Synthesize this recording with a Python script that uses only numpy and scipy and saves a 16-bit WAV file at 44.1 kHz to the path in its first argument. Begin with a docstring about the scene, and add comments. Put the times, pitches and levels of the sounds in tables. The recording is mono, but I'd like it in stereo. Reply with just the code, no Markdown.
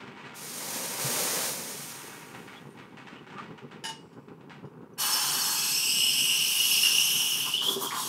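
"""A steam jet hisses in a steel jug, screeches as its tip sinks into cold milk, and starts to churn it.
Before that the espresso machine's steam wand is purged into a cloth, dies away in sputters, and the jug
clinks against it; the boiler rumbles behind. Jets are shaped noise, bubbles random clicks through spectra,
steel a sum of decaying modes, screech and peeps resonated noise. A small room; one microphone."""
import sys
import numpy as np
from scipy import signal
from scipy.fft import rfft, irfft, next_fast_len
from scipy.io import wavfile
from scipy.ndimage import uniform_filter1d

SR = 44100
rng = np.random.default_rng(int(sys.argv[2]) if len(sys.argv) > 2 else 0)


def master_out(mix):
    """Clip the mix to full scale and print it as 16-bit PCM to the path in sys.argv[1]."""
    frames = np.transpose(np.atleast_2d(mix))
    ceiling = np.clip(frames, -1, 1)
    pcm = np.round(ceiling * 32767).astype(np.int16)
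    wavfile.write(sys.argv[1], SR, pcm)


N = 356460
TIME = np.arange(N) / SR


def gain_of(db):
    """Decibels to amplitude."""
    return 10 ** (np.asarray(db) / 20)


def evened(x):
    """Scales to rms 1."""
    return x / np.sqrt(np.mean(x ** 2) + 1e-20)


def read(points, hz):
    """A spectrum's value at hz, on a log-frequency axis."""
    f, value = np.transpose(points)
    return np.interp(np.log(hz + 1), np.log(f + 1), value)


def follow(rows, t=TIME):
    """Each column of a curve at the times t."""
    s, *columns = np.transpose(rows)
    return [np.interp(t, s, c) for c in columns]


def during(rows):
    """1 while a curve lasts, with short fades outside it."""
    start, end = rows[0][0], rows[-1][0]
    return np.interp(TIME, [start - 0.02, start, end, end + 0.068], [0, 1, 1, 0])


def add(mix, s, sound):
    """Mixes a sound in at time s."""
    part = mix[max(round(s * SR), 0):][:len(sound)]
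    part += sound[:len(part)]


def noise():
    """White noise over the whole scene."""
    return rng.standard_normal(N)


def coloured(x, colour):
    """Gives x a spectrum, at rms 1."""
    size = next_fast_len(N)
    gain = gain_of(read(colour, np.fft.rfftfreq(size, 1 / SR)))
    return evened(irfft(rfft(x, size) * gain, size)[:N])


def flutter(rate_hz, depth_db):
    """A random gain of mean power 1 that wanders at about rate_hz."""
    knots = np.clip(rng.standard_normal(N // 20), -2, 2)
    wander = np.interp(TIME * rate_hz, np.arange(len(knots)), knots)
    return evened(gain_of(depth_db * wander))


def pops(per_s, spread_db):
    """Random clicks of uneven size, at rms 1."""
    size = gain_of(spread_db * np.minimum(rng.exponential(1, N), 4))
    occurs = rng.random(N) < per_s / SR
    return evened(size * rng.choice([-1, 1], N) * occurs)


def resonate(x, hz, width_hz):
    """A one-pole resonance of gain 1; shifting x to 0 Hz and back lets hz follow a curve."""
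    turn = np.exp(2j * np.pi * np.cumsum(hz * np.ones(len(x))) / SR)
    r = np.exp(-np.pi * width_hz / SR)
    return 2 * (turn * signal.lfilter([1 - r], [1, -r], x / turn + 1e-18)).real


def lift(resonances, hz):
    """The dB that a set of bell-shaped resonances adds at hz."""
    return sum(db * np.exp(-.5 * ((hz - centre) / width) ** 2) for centre, width, db in resonances)


def swell(middle_s, length_s):
    """A smooth rise from 0 to 1 and back."""
    return np.cos(np.pi * np.clip((TIME - middle_s) / length_s, -.5, .5)) ** 2


def opening(rows, rise_s):
    """A level curve in dB, reached from near silence over rise_s before its first point."""
    ramp = np.clip(1 + (TIME - rows[0][0]) / rise_s, 1e-6, 1)
    return follow(rows)[0] + 20 * np.log10(ramp)


def room(x, wet_db):
    """Adds dense reflections whose treble dies first; direct and reflected power together are kept."""
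    # reverberation time: f/Hz, t60/s
    room_t60 = [(150, 0.13), (1000, 0.27), (5000, 0.3), (15000, 0.031)]
    hz, t, z = signal.stft(rng.standard_normal(SR // 2), SR, nperseg=256)
    decay = gain_of(-60 * t / read(room_t60, hz)[:, None])
    tail = signal.istft(z * decay, SR, nperseg=256)[1]
    tail[:90] = 0  # samples before the first reflection
    wet = gain_of(wet_db)
    reflected = signal.fftconvolve(x, tail / np.linalg.norm(tail))[:N]
    return (x + wet * reflected) / np.hypot(1, wet)


def mic_hiss():
    """The microphone's own faint, steady hiss."""
    return gain_of(-77) * coloured(noise(), [(3000, -5), (15000, -7)])


def boiler():
    """Bubbles collapsing in the boiler merge into a lumpy rumble that swells and dips."""
    # rumble spectrum: f/Hz, level/dB
    rumble_colour = [(30, -50), (55, -21), (95, -13.5), (140, 3), (190, -1.5), (250, 0.5), (320, -5),
                     (420, -1.5), (660, -21), (880, -12), (1500, -21), (2300, -44), (8000, -67)]
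    # uneven swells and dips of the rumble: t/s, change/dB
    changes = [(2.19, 4.5), (2.38, 4), (2.66, 7), (2.78, 5), (3.08, -1), (3.21, 2.5), (3.35, 7),
               (3.42, 4.5), (3.52, 6.5), (3.65, 4.5), (3.74, 4), (3.87, 0.5), (4.04, 4.5), (4.18, 5.5),
               (4.31, 4), (4.42, 2), (4.65, 5), (4.85, 7)]
    level_db, period_s, reach_s = -49.5, 0.16, 0.05
    change_db = np.zeros(N)
    for s, db in changes:
        lag = TIME - s
        change_db += db * np.cos(2 * np.pi * lag / period_s) * np.exp(-(lag / reach_s) ** 2)
    rumble = coloured(pops(per_s=900, spread_db=1.5), rumble_colour)
    return gain_of(level_db + change_db) * rumble * flutter(rate_hz=45, depth_db=2.0)


def knocks():
    """A soft blow booms briefly in the machine's casing."""
    # dull knocks: t/s, level before trim/dB, f/Hz
    blows = [(1.042, -25, 140)]
    trim_db, rise_s = -4.0, 0.0097
    out, t = np.zeros(N), TIME[:SR // 4]
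    for s, db, hz in blows:
        u = t / rise_s
        add(out, s, gain_of(db + trim_db) * u * np.exp(1 - u) * np.sin(2 * np.pi * hz * t))
    return room(out, wet_db=-7)


def peeps():
    """Short narrow-band steam sounds, from a low gurgle to thin whistles: noise through two resonances."""
    # steam sounds: t/s, level/dB, f/Hz, length/s
    peep_rows = [(2.55, -53, 3380, 0.056), (2.684, -67, 8800, 0.068), (3.145, -52.5, 2930, 0.069),
                 (3.341, -41.5, 1210, .1), (4.93, -69, 6000, .022), (5.11, -27, 5300, .07),
                 (6.165, -31, 5380, 0.062)]
    out = np.zeros(N)
    for s, db, hz, length in peep_rows:
        envelope = np.hanning(round(length * SR))
        tone = resonate(rng.standard_normal(len(envelope)), hz, 180)
        add(out, s, gain_of(db) * envelope * evened(resonate(tone, hz, 260)))
    return out


def sputter():
    """Water in the wand crackles, with a stronger spit now and then."""
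    # crackle spectrum: f/Hz, level/dB
    crackle_colour = [(250, -63), (500, -10.5), (680, -5), (950, -1.5), (1400, -3), (2000, -4), (2750, -6),
                      (4000, -16), (6000, -24.5), (8400, -28.5), (10000, -41), (15000, -52)]
    # spits of water and steam: t/s, level before trim/dB, attack/s, t60/s
    spit_rows = [(0.0, -31.5, 0.0043, 0.32), (0.064, -36, .006, 0.22), (0.17, -32, .01, 0.5),
                 (0.245, -31.5, 0.013, 0.48), (2.335, -28, .012, 0.27), (2.47, -32, 0.0068, 0.42),
                 (2.528, -34.5, .008, 0.33), (2.765, -28, 0.028, 0.27), (2.9704, -30.5, .001, 0.31),
                 (3.065, -31.5, .005, 0.45), (3.128, -39, .006, 0.21), (3.266, -36, .001, 0.26),
                 (3.298, -35, 0.0057, 0.47), (3.372, -29.5, 0.0088, 0.44), (3.5055, -40, .001, 0.055),
                 (3.575, -33, 0.006, 0.17), (3.709, -31.5, 0.0058, 0.28), (4.135, -46, .001, .1),
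                 (4.2825, -39.5, 0.0011, 0.13), (4.407, -42.5, .001, 0.17), (4.495, -31, .002, 0.37),
                 (4.73, -55.5, .001, 0.16), (4.815, -51, .001, 0.2)]
    # water simmering in the wand, which cools after the purge: t/s, level before trim/dB
    simmer_level = [(0.0, -51), (0.58, -48.5), (1.07, -41), (1.38, -44), (1.55, -49), (2.12, -44.5),
                    (2.66, -56.5), (3.83, -60.5), (4.25, -67.5), (4.95, -70)]
    spit_trim_db, simmer_trim_db = -13.5, -3.0
    spits, t = np.zeros(N), TIME[:SR // 3]
    for s, db, attack, t60 in spit_rows:
        decay = gain_of(db + spit_trim_db - 60 * t / t60)
        add(spits, s, decay * np.minimum(t / attack, 1))
    simmer = gain_of(follow(simmer_level)[0] + simmer_trim_db) * during(simmer_level)
    crackle = coloured(pops(per_s=4600, spread_db=4.0), crackle_colour)
    return room(crackle * np.hypot(simmer, spits), wet_db=-7)


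def purge():
    """The free jet hisses; at full pressure it also buffets the cloth."""
    # jet spectrum: f/Hz, level/dB
    jet_colour = [(300, -30), (1500, -6.5), (3000, -1), (4500, 1), (5900, 3.5), (7000, 4.5), (7900, -3.5),
                  (8480, 8.5), (9050, -2.5), (9700, 3.5), (11300, -1.5), (12200, 1), (13000, -2.5),
                  (15700, -5.5)]
    # buffeted cloth spectrum: f/Hz, level/dB
    cloth_colour = [(50, -35), (90, -16), (135, -3), (235, 4), (330, -0.5), (520, 7), (720, -1), (900, 3),
                    (1400, -4), (2300, -4), (5000, -45.5)]
    # free jet as the hand opens the valve in stages and shuts it: t/s, level/dB
    purge_flow = [(0.37, -45), (0.44, -41), (0.52, -40), (0.77, -34.5), (0.99, -36), (1.015, -31.5),
                  (1.21, -29), (1.47, -30.7), (1.59, -38), (1.87, -41)]
    rise_s, bleed_db_per_s = 0.03, 34  # valve cracking open; leftover steam bleeding away
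    # cloth against jet; below the knee it loses this many more dB per dB
    buffet_db, knee_db, fall_db_per_db = -7, -38.5, 2.5
    jet = coloured(noise(), jet_colour) * flutter(rate_hz=150, depth_db=0.76)
    cloth = coloured(noise(), cloth_colour) * flutter(rate_hz=80, depth_db=1.6)
    bleed_db = bleed_db_per_s * np.maximum(TIME - purge_flow[-1][0], 0)
    jet_db = opening(purge_flow, rise_s) - bleed_db
    cloth_db = jet_db + buffet_db - fall_db_per_db * np.maximum(knee_db - jet_db, 0)
    return jet * gain_of(jet_db) + cloth * gain_of(cloth_db)


def clinks():
    """Each touch rings the hand-damped jug, with a rasp of steel on steel; the wand shimmers on faintly."""
    # jug touching wand: t/s, level before part levels/dB, share of contact noise
    touches = [(3.839, -26.5, 0.71), (3.852, -24.5, 0.53), (3.866, -33.5, 0.58), (3.889, -31.5, 1),
               (4.129, -56, 0.59), (4.653, -57, 0.26)]
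    # jug wall modes: f/Hz, level/dB, t60/s
    jug_modes = [(890, -1.5, 0.2), (1628, -4, 0.14), (1740, -11, .12), (1805, -7, 0.13), (2880, -14, 0.23),
                 (2910, 0.5, 0.2), (3060, -9, .1), (3690, -12, .15), (3994, -18, 0.14), (4730, -4, 0.078),
                 (5120, -4, 0.1), (5389, -13, 0.18), (5722, -12, 0.23), (6600, -9, 0.11), (6850, -14, .16),
                 (8200, -19, .16), (8700, -15, 0.37), (9711, -22, .15), (9900, -10, 0.16)]
    ring_db, rasp_db, shimmer_db = -11.0, -5, -57
    out, t = np.zeros(N), TIME[:SR]
    wand_hz = rng.uniform(4400, 8300, size=40)
    rasp_band = signal.butter(2, [220, 7500], "band", fs=SR)
    for s, db, contact in touches:
        grip = rng.uniform(.985, 1.015)  # pitch factor
        ring = sum(gain_of(level - 60 * t / t60) * np.sin(2 * np.pi * (hz * grip * t + rng.random()))
                   for hz, level, t60 in jug_modes)
        rasp = signal.lfilter(*rasp_band, rng.standard_normal(len(t))) * gain_of(-60 * t / .15)
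        shimmer = sum(np.sin(2 * np.pi * (hz * t + rng.random())) for hz in wand_hz)
        shimmer = shimmer * gain_of(-60 * t / 1.5)
        touch = gain_of(ring_db) * ring + gain_of(rasp_db) * contact * rasp + gain_of(shimmer_db) * shimmer
        add(out, s, gain_of(db) * touch)
    return room(out, wet_db=-6.0)


def slurps():
    """The tip breaks the surface and sucks in a short, bubbly gulp of air."""
    # air gulps: t/s, level/dB, f/Hz, width/Hz
    air_gulps = [(6.83, -38, 1600, 1090), (7.189, -44.5, 930, 600), (7.37, -45, 1270, 1100),
                 (7.459, -54, 1090, 695), (7.618, -42, 1010, 800), (7.903, -38.5, 1840, 1100)]
    attack_s, t60_s = 0.0039, 0.41
    out, t = np.zeros(N), TIME[:SR // 5]
    for s, db, hz, width in air_gulps:
        bubbles = pops(per_s=3300, spread_db=2.5)[:len(t)]
        froth = evened(resonate(resonate(bubbles, hz, width), hz, width))
        add(out, s, gain_of(db) * froth * np.minimum(t / attack_s, 1) * gain_of(-60 * t / t60_s))
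    return out


def churn():
    """With each heave large bubbles gulp under the surface while the whirl's hollow rings near one note."""
    # milk heaves: t at the middle/s, length/s, large bubbles level/dB, hollow note level/dB
    heaves = [(7.471, 0.056, -53.5, -38), (7.632, 0.064, -48, -43), (7.7, 0.12, -36, -40),
              (7.77, 0.058, -37, -45.5), (7.837, 0.1, -41, -35), (7.958, 0.16, -68, -34),
              (8.054, 0.14, -50, -43)]
    gulp_colour = [(110, -37), (200, 2.0), (440, 3.5), (620, -7.5), (1200, -16), (4000, -71)]  # f/Hz, level/dB
    gulp_gain = sum(gain_of(db) * swell(s, length) for s, length, db, _ in heaves)
    hollow_gain = sum(gain_of(db) * swell(s, length) for s, length, _, db in heaves)
    gulps = coloured(pops(per_s=760, spread_db=2.0), gulp_colour)
    hollow = resonate(pops(per_s=1500, spread_db=2.5), hz=1040, width_hz=170)
    hollow = evened(resonate(hollow, hz=1050, width_hz=700))
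    return room(gulps * gulp_gain + hollow * hollow_gain, wet_db=-5)


def choke_db():
    """The dB by which the whirling milk, closing over the tip, holds the jet back."""
    # chokes: t at the middle/s, length/s, dip/dB
    chokes = [(7.603, .08, 5), (7.785, 0.12, 10), (7.91, 0.2, 8.5)]
    return sum(db * swell(s, length) for s, length, db in chokes)


def screech():
    """Steam pockets collapse in quick uneven bursts, ringing near one pitch; the sharpest squeal alone."""
    # ringing pitch: t/s, f/Hz
    screech_pitch = [(5.6, 2600), (5.95, 2890), (6.85, 2830), (7.25, 2950), (7.5, 2870), (7.7, 3350),
                     (8.08, 3300)]
    # steam collapsing in cold milk: t/s, level before trim and chokes/dB
    screech_level = [(5.55, -39.5), (6.03, -26.5), (6.35, -25.5), (6.5, -28), (6.87, -26.5), (7.2, -27),
                     (7.5, -32), (7.69, -30), (7.78, -40.5), (8.08, -48)]
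    # single sharp collapses: t/s, level before trim/dB, f/Hz
    squeals = [(6.0012, -11, 2924), (6.056, -9.5, 2910), (6.236, -13, 2840), (6.294, -7, 2820),
               (6.348, -14, 2760), (6.6, -8, 2875), (6.8314, -6.5, 2820), (6.853, -8, 2820),
               (6.867, -8, 2760), (6.946, -12, 2860), (6.981, -6, 2794), (7.1152, -22, 3010),
               (7.17, -21, 2900), (7.3061, -13.5, 3040), (7.5373, -8, 2930), (7.5756, -13.5, 3420),
               (7.608, -12.5, 2944), (7.663, -11.5, 3160), (7.6834, -7.5, 3350), (7.869, -15.5, 3260)]
    trim_db, squeal_trim_db, squeal_rise_s = -2.6, -10.0, 0.0038
    pitch_hz = follow(screech_pitch)[0]
    band = noise()
    for width_hz in (260, 1100, 1500):
        band = resonate(band, pitch_hz, width_hz)
    level_db = opening(screech_level, rise_s=0.072) - 0.57 * choke_db() + trim_db
    out = evened(band) * flutter(rate_hz=140, depth_db=2.0) * gain_of(level_db)
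    t = TIME[:SR // 20]
    for s, db, hz in squeals:
        u = t / squeal_rise_s
        add(out, s, gain_of(db + squeal_trim_db) * (u * np.exp(1 - u)) ** 2 * np.sin(2 * np.pi * hz * t))
    return room(out, wet_db=-8.0)


def jet_in_jug():
    """The jet's hiss is shaped by its plume and by the air in the jug, which rings less as the tip sinks."""
    # hiss spectrum: f/Hz, level/dB
    hiss_colour = [(100, -48), (700, -13), (2100, -27), (3300, 6), (3950, -1), (4500, -2), (6500, -0.5),
                   (7300, -1), (9700, -1), (12900, -1.5), (15700, -10)]
    # jet: t/s, level before trim and chokes/dB, treble tilt before chokes/(dB/octave)
    jet_flow = [(5.01, -28.5, 1), (5.3, -29.5, 0.8), (5.9, -28, 2.2), (6.3, -30, 3), (6.53, -29, 2.5),
                (6.84, -25, -1.5), (7.35, -32, 2.5), (7.58, -38, -2.5), (7.83, -31, 4.5),
                (8.08, -35.5, -1.5)]
    # plume: t/s, factor on its resonances, their strength, tip depth 0-1, how freely the jug rings
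    plume_rows = [(5.05, 1.11, 0.34, 0, 0.93), (5.3, 1.11, 0.34, 0, 1), (5.55, 1.004, 0.32, 0.06, 1),
                  (5.9, 0.99, 1, 0.4, 1), (6.3, 1, 1, 0.45, 0.77), (6.65, 1.017, 0.6, 0.85, 0.87),
                  (7.3, 1.018, 0.84, 1, 0.57), (7.7, 0.97, 0.17, 1, 0.17), (8.08, 0.96, .05, 1, 0.16)]
    # plume resonances near the surface: f/Hz, half width/Hz, lift/dB
    shallow_bands = [(5500, 730, 14.5), (8200, 500, 22.5), (11660, 570, 7)]
    # plume resonances deep in the milk: f/Hz, half width/Hz, lift/dB
    deep_bands = [(4540, 310, -6), (5630, 620, 18), (8280, 250, 12), (9300, 250, 9), (10680, 610, 12),
                  (14350, 790, 12)]
    # resonances of the air in the jug: f/Hz, half width/Hz, lift/dB
    jug_air = [(2930, 70, 10), (2960, 27, 7), (3290, 28, 6), (4280, 126, 13), (4640, 55, 14),
               (5100, 18, 17), (5150, 16, 8), (5295, 35, 14), (5650, 19, 14), (5780, 16, 11.5),
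               (5990, 21, 8), (6030, 42, -17), (6310, 20, 14), (6700, 31, 8), (7220, 45, 6.5),
               (7760, 54, 4), (7690, 42, 6.5), (8070, 18, 5), (8760, 50, 5), (10900, 43, 9),
               (11350, 27, 11), (11770, 110, 10)]
    # jet on the milk's surface, strong at first, later weak and uneven: t/s, level before trim/dB
    surface_level = [(5.0, -42), (5.05, -38), (5.48, -40), (5.7, -47.5), (6.0, -54.5), (6.35, -51.5),
                     (7.2, -50.5), (7.6, -59), (8.08, -52)]
    # surface spectrum: f/Hz, level/dB
    surface_colour = [(100, -48), (300, -15), (700, -11), (870, 5), (950, -0.5), (1060, 3.5), (1450, -1.5),
                      (1620, 2), (1900, -7.5), (2150, -10.5), (2900, 1), (5000, -51)]
    rise_s, trim_db, surface_trim_db = 0.033, 0.58, 3.0
    choke_tilt = 0.61  # dB/octave of treble lost per dB of choke
    air_drift = 0.165  # share of the plume's pitch drift that the jug air follows

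    hz, t, z = signal.stft(noise(), SR, nperseg=2048, noverlap=1536)
    hz = hz[:, None]
    shift, strength, depth, ring = follow(plume_rows, t)
    plume_db = (1 - depth) * lift(shallow_bands, hz / shift) + depth * lift(deep_bands, hz / shift)
    air_db = lift(jug_air, hz / shift ** air_drift)
    tilt = follow(jet_flow, t)[1] - choke_tilt * np.interp(t, TIME, choke_db())
    tilt_db = tilt * np.log2(np.maximum(hz, 2000) / 7000)
    # the moving milk keeps shifting the finer peaks and gaps
    ripple = uniform_filter1d(rng.standard_normal(z.shape), size=5, axis=0)
    ripple_db = 2.8 * evened(uniform_filter1d(ripple, size=14, axis=1))
    shape = gain_of(read(hiss_colour, hz) + tilt_db + strength * plume_db + ring * air_db + ripple_db)
    shape = shape / np.linalg.norm(shape, axis=0)  # equal power in each frame
    hiss = evened(signal.istft(z * shape, SR, nperseg=2048, noverlap=1536)[1][:N])
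    hiss_db = opening(jet_flow, rise_s) - choke_db() + trim_db
    hiss = hiss * flutter(rate_hz=120, depth_db=0.47) * gain_of(hiss_db)
    surface_db = opening(surface_level, rise_s=0.028) + surface_trim_db
    surface = coloured(noise(), surface_colour) * gain_of(surface_db)
    return room(hiss + surface, wet_db=-11)


def scene():
    """All sources reach one microphone, the same in both channels."""
    machine = boiler() + knocks() + peeps() + sputter() + purge()
    jug = clinks() + slurps() + churn() + screech() + jet_in_jug()
    mono = mic_hiss() + machine + jug
    return np.array([mono, mono])


def record(dry):
    """The microphone's low cut, then the band limit."""
    low_cut_hz, edge_hz = 60, 15750
    cut = signal.sosfilt(signal.butter(2, low_cut_hz, "high", fs=SR, output="sos"), dry)
    band_limit = signal.firwin(1023, edge_hz, window=("kaiser", 9), fs=SR)
    return signal.oaconvolve(cut, band_limit[None], "same")


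dry = scene()
out = record(dry)
master_out(out)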